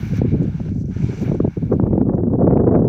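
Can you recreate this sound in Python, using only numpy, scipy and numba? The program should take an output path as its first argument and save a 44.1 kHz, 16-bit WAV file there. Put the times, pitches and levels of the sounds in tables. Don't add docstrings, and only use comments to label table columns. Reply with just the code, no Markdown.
import sys
import numpy as np
from scipy import signal
from scipy.io import wavfile
from scipy.ndimage import uniform_filter1d, minimum_filter1d
from numba import njit

SR = 44100
rng = np.random.default_rng(int(sys.argv[2]) if len(sys.argv) > 2 else 0)


def boost_factor(decibels):
    exponent = np.asarray(decibels, float) / 20
    return 10 ** exponent


def master(y):
    cut = np.clip(np.atleast_2d(y).T, -1, 1)
    pcm = np.round(cut * 32767)
    wavfile.write(sys.argv[1], SR, pcm.astype(np.int16))


N = 127008

# t/s, rumble level/dB, eddy corner re 249 Hz/dB
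GUSTS = [(0, -25, -2), (.25, -16, -1.5), (.42, -15.5, 1), (0.548, -24, -2.5), (0.741, -20.5, -0.5),
         (0.949, -23.5, -2.5), (1.059, -16, -1), (1.169, -29.5, 2.5), (1.251, -18.5, 2),
         (1.479, -22.5, -0.5), (1.547, -40.5, -4), (1.582, -30, 0), (1.69, -19.5, 0), (1.852, -16.5, 2.5),
         (2.281, -18.5, 3), (2.44, -12.5, 4.5), (2.6, -14, 5.5), (2.8, -13.5, 4.5)]
# front t/s, peak level/dB, corner re 391 Hz/dB, length/s
EDDY_THUDS = [(0.22, -3, 2.5, 0.0037), (0.604, -22, 4.5, 0.0056), (.689, -13.5, -5.5, 0.0079),
              (1.229, -13, -2, 0.013), (1.264, -11, -5, 0.0068), (1.32, -6.5, 0, 0.011),
              (1.351, -11, 0.5, 0.011), (1.405, -0.5, -0.5, 0.0047), (1.452, -3.5, 0, 0.0082),
              (1.479, -6, -2.5, 0.005), (1.575, -7.5, -3.5, 0.01), (1.632, -6.5, -4, 0.011),
              (1.729, -1.5, 0.5, 0.025), (1.801, -2.5, 0.5, 0.0025), (1.84, -2.5, -2, .012),
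              (1.871, -9, 2.5, 0.0096), (1.933, -5, 1.5, 0.013), (1.981, -3.5, 1.5, 0.0048),
              (2.016, -3.5, 0.5, 0.009), (2.097, -7, 0.5, 0.02), (2.138, -11.5, 2, 0.015),
              (2.183, -12, 2, 0.012), (2.237, -6.5, 0.5, .005), (2.34, -4.5, 0, 0.015),
              (2.416, -8.5, -2, 0.023), (2.445, -2.5, -1.5, .012), (2.512, -5.5, 3.5, 0.015),
              (2.577, -11, 4, 0.0028), (2.693, -5, 1.5, 0.013), (2.754, -3, 2.5, 0.024)]
# t/s, wash level/dB, spray re wash/dB, mist re wash/dB
NET_SWING = [
    (0, -42, -14.5, -18),
    (.13, -42.5, -11, -21.5),
    (.175, -40, -11.5, -21.5),
    (0.208, -48, -20.5, -36.5),
    (.5, -51, -14, -38.5),
    (0.681, -52.5, -11, -32.5),
    (.72, -62.5, -6, -39),
    (.82, -62.5, 3.5, -30),
    (.845, -66, -9, -34),
]
NET_LANDING = [
    (.9, -65, -2, -35),
    (.915, -53.5, -13, -37.5),
    (1.05, -48, -6.5, -34.5),
    (1.18, -47.5, -10, -27),
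    (1.225, -47.5, -5.5, -15.5),
    (1.275, -46.5, -16, -26.5),
    (1.38, -53, -13.5, -38),
    (1.739, -55.5, -14, -34),
    (1.86, -63.5, -16, -28.5),
]
# f/Hz, width/Hz, level/dB
WASH_PEAKS = [(830, 350, -1), (1526, 400, -0.5), (2258, 310, -1), (2772, 360, -9), (3600, 1500, -14.5)]
# f/Hz, width/Hz, level/dB
SPRAY_PEAKS = [(4770, 1700, -4.5), (5900, 800, 0.5), (7020, 1300, -10)]
# f/Hz, width/Hz, level/dB
MIST_PEAKS = [(10000, 1400, -9), (14070, 5000, -5)]
# t/s, peak level/dB, f/Hz
LONE_DRIPS = [(.162, -47.5, 5700), (0.311, -47, 2700), (0.429, -52.5, 6600), (.597, -75.5, 6550),
              (.8, -67, 6100), (.855, -49.5, 5870), (1.345, -56, 7240), (1.732, -52, 5960),
              (2.149, -54.5, 5900), (2.171, -68.5, 6000), (2.07, -65, 6200), (2.35, -70.5, 5670)]


def unit(x):
    return x / np.sqrt(np.mean(x ** 2))


def smooth_twice(x, size):
    return uniform_filter1d(uniform_filter1d(x, size=size), size=size)


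@njit
def svf(x, hz, damp):
    y, band, low_state = np.empty((3, len(x))), 0., 0.
    for i in range(len(x)):
        g = np.tan(np.pi * hz[i] / SR)
        v = (band + g * (x[i] - low_state)) / (1 + g * (g + damp))
        low = low_state + g * v
        band, low_state = 2 * v - band, 2 * low - low_state
        y[0, i], y[1, i], y[2, i] = low, damp * v, x[i] - damp * v - low
    return y


def bandpass(x, hz, width_hz):
    return svf(x, np.full(len(x), 1. * hz), width_hz / hz)[1]


def highpass(x, hz, width_hz):
    return svf(x, np.full(len(x), 1. * hz), width_hz / hz)[2]


def walk(rate_hz):
    hold = int(SR / rate_hz)
    held = rng.standard_normal(N // 100)[np.arange(N) // hold]
    return unit(smooth_twice(held, hold))


def wind(t):
    gust_s, gust_db, bright_db = np.array(GUSTS).T
    eddy_db = 1.5 * walk(55) + 2.64 * walk(150)
    eddy_db = eddy_db - uniform_filter1d(eddy_db, size=5000)
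    lift = boost_factor(np.interp(t, gust_s, bright_db) + 0.36 * eddy_db)
    pressure = rng.standard_normal(N) * boost_factor(eddy_db) / np.sqrt(lift)
    rumble = port(pressure, 249 * lift, 1.6)
    steadiness = 0.6
    rumble = rumble / smooth_twice(rumble ** 2, 3000) ** (steadiness / 2)
    level = boost_factor(np.interp(t, gust_s, gust_db))
    sway_hz, sway_db = 52, -16.5
    sway = bandpass(bandpass(rng.standard_normal(N), sway_hz, 40), sway_hz, 45)
    return unit(rumble) * level + boost_factor(sway_db) * unit(sway) * uniform_filter1d(level, size=9000)


def thuds():
    size, rise_s, thud_db = 4096, -0.002, -2.5
    front_kick, front_share, front_lift_db = 11.5, 0.5, 3.5
    out = np.zeros(N + 2 * size)
    u = (np.arange(size) - size // 2) / SR
    chance = rng.standard_normal((len(EDDY_THUDS), size))
    for (front_s, db, bright_db, length_s), noise in zip(EDDY_THUDS, chance):
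        swell = noise * np.exp(-(u / length_s) ** 2)
        push = swell + front_kick * np.sign(noise[0]) * (u == 0)
        front = np.exp(-(u / (front_share * length_s)) ** 2)
        corner_hz = 391 * boost_factor(bright_db + front_lift_db * (front - 0.5))
        x = port(push, corner_hz, 1.264)
        i = int((front_s + rise_s) * SR) + size // 2
        out[i:i + size] += x / np.abs(x).max() * boost_factor(db + thud_db)
    return out[size:N + size]


def port(pressure, corner_hz, damp):
    hz = np.clip(corner_hz, 60, 2500)

    def low(x, ratio):
        once = svf(x, ratio * hz, damp)[0]
        return svf(once, ratio * hz, damp)[0]

    skirt_db = -28
    x = low(pressure, 1.046) + boost_factor(skirt_db) * low(pressure, 2.3)
    x = low(x, 3.75)
    return highpass(highpass(x, 118.8, 113), 24.8, 35)


def water(t):
    s, wash_db, spray_db, mist_db = np.array(NET_SWING + NET_LANDING).T
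    fade_s = 0.33
    level_db = np.interp(t, s, wash_db) - 20 * np.maximum(t - s[-1], 0) / fade_s
    surge_db = 1.6 * walk(17.88)
    wash = drop_layer(WASH_PEAKS)
    spray = boost_factor(np.interp(t, s, spray_db)) * drop_layer(SPRAY_PEAKS)
    mist = boost_factor(np.interp(t, s, mist_db)) * drop_layer(MIST_PEAKS)
    return boost_factor(level_db + surge_db) * (wash + spray + mist)


def drop_layer(peaks):
    drops_per_s, spread_db, drop_share = 3000, 2.4, 0.5
    out = 0
    for hz, width_hz, peak_db in peaks:
        hits = rng.random(N) < drops_per_s / SR
        drops = hits * boost_factor(spread_db * rng.exponential(size=N)) * rng.standard_normal(N)
        x = drop_share * unit(drops) + (1 - drop_share) * rng.standard_normal(N)
        x = bandpass(bandpass(x, hz, 1.3 * width_hz), hz, 1.3 * width_hz)
        out = out + unit(x) * np.sqrt(width_hz) * boost_factor(peak_db + 1.5 * walk(25))
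    return unit(out)


def drips():
    size, t60_s, rise_s = 2048, 0.02, 0.0025
    out = np.zeros(N + size)
    u = np.arange(size) / SR
    envelope = boost_factor(-60 * u / t60_s) * np.minimum(u / rise_s, 1)
    chance = rng.standard_normal((len(LONE_DRIPS), size))
    for (s, db, hz), noise in zip(LONE_DRIPS, chance):
        x = bandpass(bandpass(noise, hz, 0.22 * hz), hz, 0.22 * hz) * envelope
        i = int(s * SR)
        out[i:i + size] += x / np.abs(x).max() * boost_factor(db)
    return out[:N]


def scene():
    t = np.arange(N) / SR
    return (wind(t) + thuds() + water(t) + drips())[None]


def top_cut(x):
    return signal.sosfilt(signal.butter(12, 15720, fs=SR, output="sos"), x)


def record(dry):
    limit_db, hiss_db = -1.8, -75
    room = np.minimum(1, boost_factor(limit_db) / (np.abs(dry) + 1e-9))
    gain = smooth_twice(minimum_filter1d(room, size=600), 300)
    mix = dry * gain + boost_factor(hiss_db) * rng.standard_normal(dry.shape)
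    return top_cut(mix)


dry = scene()
out = record(dry)
master(out)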